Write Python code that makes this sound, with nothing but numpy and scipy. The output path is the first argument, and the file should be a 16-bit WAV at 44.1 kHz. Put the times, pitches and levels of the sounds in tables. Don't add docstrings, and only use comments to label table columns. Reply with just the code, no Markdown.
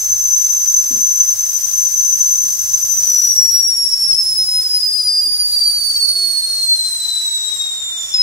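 import sys
import numpy as np
from scipy import signal
from scipy.io import wavfile
from scipy.ndimage import uniform_filter1d

SR = 44100
rng = np.random.default_rng(int(sys.argv[2]) if len(sys.argv) > 2 else 0)


def dump(signal):
    limited = np.clip(np.atleast_2d(signal).T, -1, 1)
    pcm = np.round(limited * 32767).astype(np.int16)
    wavfile.write(sys.argv[1], SR, pcm)


N = 362502
TIME = np.arange(N) / SR
EDGE_HZ = 15750
LAG = 7


def amp(db):
    return 10 ** (np.asarray(db) / 20)


def unit(x):
    return x / np.sqrt(np.mean(abs(x) ** 2) + 1e-20)


def curves(rows, t=TIME):
    s, *columns = np.transpose(rows)
    return [np.interp(t, s, c) for c in columns]


def read(points, hz):
    f, value = np.transpose(points)
    return np.interp(np.log(hz + 1), np.log(f), value)


def flutter(width_hz, order=2):
    z = rng.standard_normal(N) + 1j * rng.standard_normal(N)
    r = np.exp(-2 * np.pi * width_hz / SR)
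    for _ in range(order):
        z = signal.lfilter([1 - r], [1, -r], z)
    return unit(z)


def spin(hz):
    return np.exp(2j * np.pi * np.cumsum(hz) / SR)


def noise(density_db, alike):
    white = rng.standard_normal((2, N)) * np.sqrt(SR / 2)
    hz, t, (a, b) = signal.stft(white, SR, nperseg=1024)
    same = np.clip(read(alike, hz), 0, 1)[:, None]
    pair = np.array([a, same * a + np.sqrt(1 - same ** 2) * b])
    shaped = pair * amp(density_db(hz, t))
    return signal.istft(shaped, SR, nperseg=1024)[1][:, :N]


def kitchen(t60, wet_db):
    t = TIME[:SR // 2]
    sparse = rng.standard_normal((2, len(t))) * (rng.random((2, len(t))) < .1)
    taps = sparse * (t > .002) * amp(-60 * t / t60)
    taps *= amp(wet_db) / np.linalg.norm(taps, axis=1, keepdims=True)
    taps[0, 0] = taps[1, LAG] = 1
    return taps / np.linalg.norm(taps, axis=1, keepdims=True)


def echo(x, room):
    return signal.fftconvolve(np.atleast_2d(x), room, axes=1)[:, :N]


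def partial(z, room, level_db, span=0.13):
    heard = echo(z, room)
    power = uniform_filter1d(abs(heard) ** 2, int(span * SR), axis=1)
    power = (power + power.mean(0)) / 2
    return np.sqrt(2) * amp(level_db) * heard.real / np.sqrt(abs(power) + 1e-9)


# time in seconds, frequency in Hz.
MAIN_PITCH = [(0.0, 6160), (0.4, 6104.0), (0.52, 6123), (1.16, 6121), (1.68, 6106), (1.76, 6110),
              (2.8, 6114), (3.0, 6030), (3.36, 5758), (4.12, 5374), (4.2, 5290), (5.08, 4899), (5.84, 4566),
              (5.96, 4507), (6.64, 4230), (7.0, 4031), (7.32, 3921), (8.12, 3502)]
FULL_HZ = 6120
BOIL_ENDS_S, BOIL_FADE_S = 3.36, 0.081


def jet(t=TIME):
    hz, = curves(MAIN_PITCH, t)
    boil = .5 - .5 * np.tanh((t - BOIL_ENDS_S) / BOIL_FADE_S / 2)
    slow = np.maximum(1 - hz / FULL_HZ, 0)
    return boil, slow


# start in seconds, nominal gain in dB.
STEAM_SPURTS = [(.1, 3.5), (.737, 7), (1.03, 5.5), (1.197, 7), (1.775, 4), (2.093, 2), (2.73, 5.5),
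                (4.02, 3), (6.02, 4.5)]
SURGE_ATTACK_S, SURGE_LENGTH_S = 0.0072, 0.056
UNSTEADY_DB, UNSTEADY_HZ = 1.0, 9.8


def surges():
    out = UNSTEADY_DB * np.sqrt(2) * flutter(width_hz=UNSTEADY_HZ).real
    for s, gain_db in STEAM_SPURTS:
        age = np.maximum(TIME - s, 0)
        rise = np.minimum(age / SURGE_ATTACK_S, 1)
        out += gain_db * rise * np.exp(-(age / SURGE_LENGTH_S) ** 2)
    return out


# time in seconds, level in dB.
TONE_LEVEL = [(0.0, -18.5), (0.32, -13.5), (1.48, -17.5), (2.4, -13.5), (2.56, -19), (3.2, -12.0),
              (4.68, -15), (5.2, -13.5), (5.52, -17), (5.6, -12), (5.76, -15.8), (6.44, -17), (6.6, -20),
              (6.72, -11), (6.92, -23), (7.0, -19), (7.68, -20.5), (8.12, -26.5)]
# time in seconds, left minus right level in dB.
TONE_PAN = [(0.0, 2), (0.2, 3.8), (0.36, 3), (0.64, 2), (1.28, 4.5), (5.52, 0), (6.12, -4.5), (6.84, 2.5),
            (7.4, 0.5), (7.6, 6), (8.0, -4), (8.12, 1.4)]
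# time in seconds, level in dB.
UPPER_LEVEL = [(0, -36), (2.8, -39), (3.8, -46.5), (6.1, -50), (6.7, -37.5), (7.6, -38.5), (7.87, -45.5),
               (8.13, -29.5), (8.22, -54.5)]
ROUGH_CALM, ROUGH_BOIL, ROUGH_SLOW = 0.22, 0.511, .45
JITTER_HZ, WANDER_HZ = 61.4, 3
SHIMMER = 0.32
SECOND_DB, SECOND_SLOW_DB = -17, 32
THIRD_DB, FOURTH_DB = -23, -25.5
SKIRT_DB, SKIRT_WIDTH_HZ = -11, 750
UPPER_HZ, UPPER_SAG_HZ, UPPER_BEND = 7536, 6470, 1.38
SUM_BOIL_DB, SUM_CALM_DB = -4, -11.5
JUMP_S = 8.138
RELEASE_DB_PER_S = 240


def whistle(room):
    (hz,), (level_db,), (side_db,) = curves(MAIN_PITCH), curves(TONE_LEVEL), curves(TONE_PAN)
    upper_db, = curves(UPPER_LEVEL)
    boil, slow = jet()
    rough = ROUGH_CALM + ROUGH_BOIL * boil + ROUGH_SLOW * slow
    usual_db = uniform_filter1d(level_db, SR)
    second_db = usual_db + SECOND_DB + SECOND_SLOW_DB * slow
    level_db = level_db + surges()

    shake = rough * amp(-.5 * (level_db - usual_db))
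    jitter = JITTER_HZ * shake * flutter(width_hz=124).real
    wander = WANDER_HZ * flutter(width_hz=20.28).real
    cycle = spin(hz + jitter + wander)
    strength = 1 + SHIMMER * shake * flutter(width_hz=47).real

    out = partial(strength * cycle, room, level_db, span=0.11)
    out += partial(strength ** 2 * cycle ** 2, room, second_db, span=0.23)
    third = partial(strength ** 2 * cycle ** 3, room, usual_db + THIRD_DB, span=.15)
    out += third * (3 * hz < EDGE_HZ + 500)
    fourth = partial(strength ** 2 * cycle ** 4, room, usual_db + FOURTH_DB)
    out += fourth * (4 * hz < EDGE_HZ + 500)
    out *= amp(-RELEASE_DB_PER_S * np.maximum(TIME - JUMP_S, 0))

    skirt = amp(usual_db + SKIRT_DB) * cycle + amp(second_db - 5.0) * cycle ** 2
    skirt *= rough * flutter(width_hz=SKIRT_WIDTH_HZ, order=3)

    upper_hz = UPPER_HZ - UPPER_SAG_HZ * slow ** UPPER_BEND
    upper = amp(upper_db) * flutter(width_hz=310, order=3) * spin(upper_hz)
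    upper *= 1 + amp(SUM_BOIL_DB * boil + SUM_CALM_DB * (1 - boil)) * cycle
    out += echo(np.sqrt(2) * (skirt + upper).real, room)
    return out * amp(np.array([side_db, -side_db]) / 2)


# time in seconds, treble in dB per Hz, top in dB per Hz.
HISS_LEVEL = [(0, -74, -66.5), (3.1, -71.5, -65), (3.7, -74.5, -74), (4.9, -76, -76.5), (5.25, -79.5, -79),
              (5.55, -75.5, -71.5), (5.95, -73.5, -74), (6.2, -76.5, -74.5), (7.55, -75.5, -81.5),
              (7.88, -85.5, -88), (8.07, -76.5, -79), (8.2, -87, -90)]
# frequency in Hz, gain in dB.
HISS_COLOUR = [(200, -29), (600, -2), (1300, -1), (2000, 2), (2800, -3), (3500, -1.5), (4600, 0.5),
               (5600, 11.5), (6800, 3.5), (8500, 4.5), (10500, 2), (12000, -1.5), (14400, -1.5),
               (15700, -5)]
# frequency in Hz, coherence from 0 to 1.
HISS_LIKENESS = [(100, 0.7), (500, 0.99), (1000, 0.8), (4000, 0), (15000, 0.2)]
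LOW_DB, LOW_BOIL_DB, LOW_SLOW_DB = -84, 5.5, 12.5


def hiss():
    def density_db(hz, t):
        (treble_db, top_db), (boil, slow) = curves(HISS_LEVEL, t), jet(t)
        low_db = LOW_DB + LOW_BOIL_DB * boil + LOW_SLOW_DB * slow
        corners_hz = [2500, 4500, 9500, 12500]
        total_db = read(HISS_COLOUR, hz)[:, None]
        for share, band_db in [([1, 0, 0, 0], low_db), ([0, 1, 1, 0], treble_db), ([0, 0, 0, 1], top_db)]:
            total_db = total_db + np.outer(np.interp(hz, corners_hz, share), band_db)
        return total_db
    return noise(density_db, HISS_LIKENESS) * amp(1.1 * flutter(width_hz=40).real)


# frequency in Hz, level in dB per Hz.
RUMBLE_SPECTRUM = [(15, -82), (38, -70), (70, -72), (120, -77), (180, -83), (300, -85), (500, -85.5),
                   (1500, -110)]
# time in seconds, gain in dB.
DEEP_GAIN = [(0, -6), (2.9, -1), (6.2, 0), (6.9, -5.5), (8.22, -5.5)]
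# time in seconds, level in dB.
DRONE_LEVEL = [(0, -46), (.4, -66), (1.4, -58.5), (2.3, -58), (2.48, -48.5), (3.1, -54), (4.5, -56),
               (4.8, -83)]
RUMBLE_CALM_DB, RUMBLE_BOIL_DB = -2, 2.5
DRONE_HZ, DRONE_RISE_HZ_PER_S = 99.4, 5.9


def stove():
    def density_db(hz, t):
        (deep_db,), (boil, _) = curves(DEEP_GAIN, t), jet(t)
        upper = np.interp(hz, [50, 120], [0, 1])[:, None]
        upper_db = RUMBLE_CALM_DB + RUMBLE_BOIL_DB * boil
        return read(RUMBLE_SPECTRUM, hz)[:, None] + (1 - upper) * deep_db + upper * upper_db
    level_db, = curves(DRONE_LEVEL)
    wave = flutter(width_hz=10.7) * spin(DRONE_HZ + DRONE_RISE_HZ_PER_S * TIME)
    drone = np.sqrt(2) * amp(level_db) * wave.real
    return drone + noise(density_db, [(60, .995), (150, 0.99), (300, 0.91), (500, 0.83)])


# start in seconds, nominal level in dB, centre in Hz,
# noise low-pass corner in Hz, time to fall 60 dB in seconds.
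STOVE_KNOCKS = [(.09, -36, 92, 24.9, 0.46), (0.901, -29.5, 235, 95, 0.34), (0.951, -26, 236.7, 106, 0.15),
                (2.116, -39, 396, 106, 0.17), (2.43, -39, 250, 150, 0.37), (5.256, -33.5, 239.7, 106, 0.27),
                (5.375, -43, 297, 106, 0.12), (6.26, -43, 271, 106, 0.16)]


def knocks():
    out = np.zeros(N)
    for s, level_db, hz, width_hz, t60 in STOVE_KNOCKS:
        age = np.maximum(TIME - s, 0)
        body = flutter(width_hz) + amp(-9.5) * flutter(9 * width_hz)
        attack = 1 - np.exp(-age / 0.0087)
        decay = amp(level_db - 60 * age / t60)
        out += (body * np.exp(2j * np.pi * hz * TIME)).real * attack * decay
    return out


JUMP_ATTACK_S, JUMP_DB = 0.0038, -12
JUMP_HZ, OVERSHOOT_HZ, SETTLE_S = 5142, 35.2, 0.014


def jump(room):
    age = np.maximum(TIME - JUMP_S, 0)
    hz = JUMP_HZ + OVERSHOOT_HZ * np.exp(-age / SETTLE_S)
    half = spin((hz + 18 * flutter(width_hz=60).real) / 2)
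    tone = half ** 2 * (1 + .1 * flutter(width_hz=140))
    out = partial(tone, room, JUMP_DB)
    out += partial(half ** 4, room, JUMP_DB - 27.5)
    out += partial(half * (1 + .2 * flutter(width_hz=150)), room, JUMP_DB - 34)
    return out * np.minimum(age / JUMP_ATTACK_S, 1) * amp([[1.5], [-1.5]])


def scene():
    room = kitchen(t60=0.2, wet_db=2.0)
    near_tiles = kitchen(t60=.08, wet_db=-7)
    return whistle(room) + jump(room) + echo(hiss(), near_tiles) + stove() + knocks()


def record(dry):
    limited = np.clip(dry, -.9, .9)
    lowpass = signal.firwin(1023, EDGE_HZ, window=("kaiser", 9), fs=SR)
    return signal.oaconvolve(limited, lowpass[None], "same")


dry = scene()
out = record(dry)
dump(out)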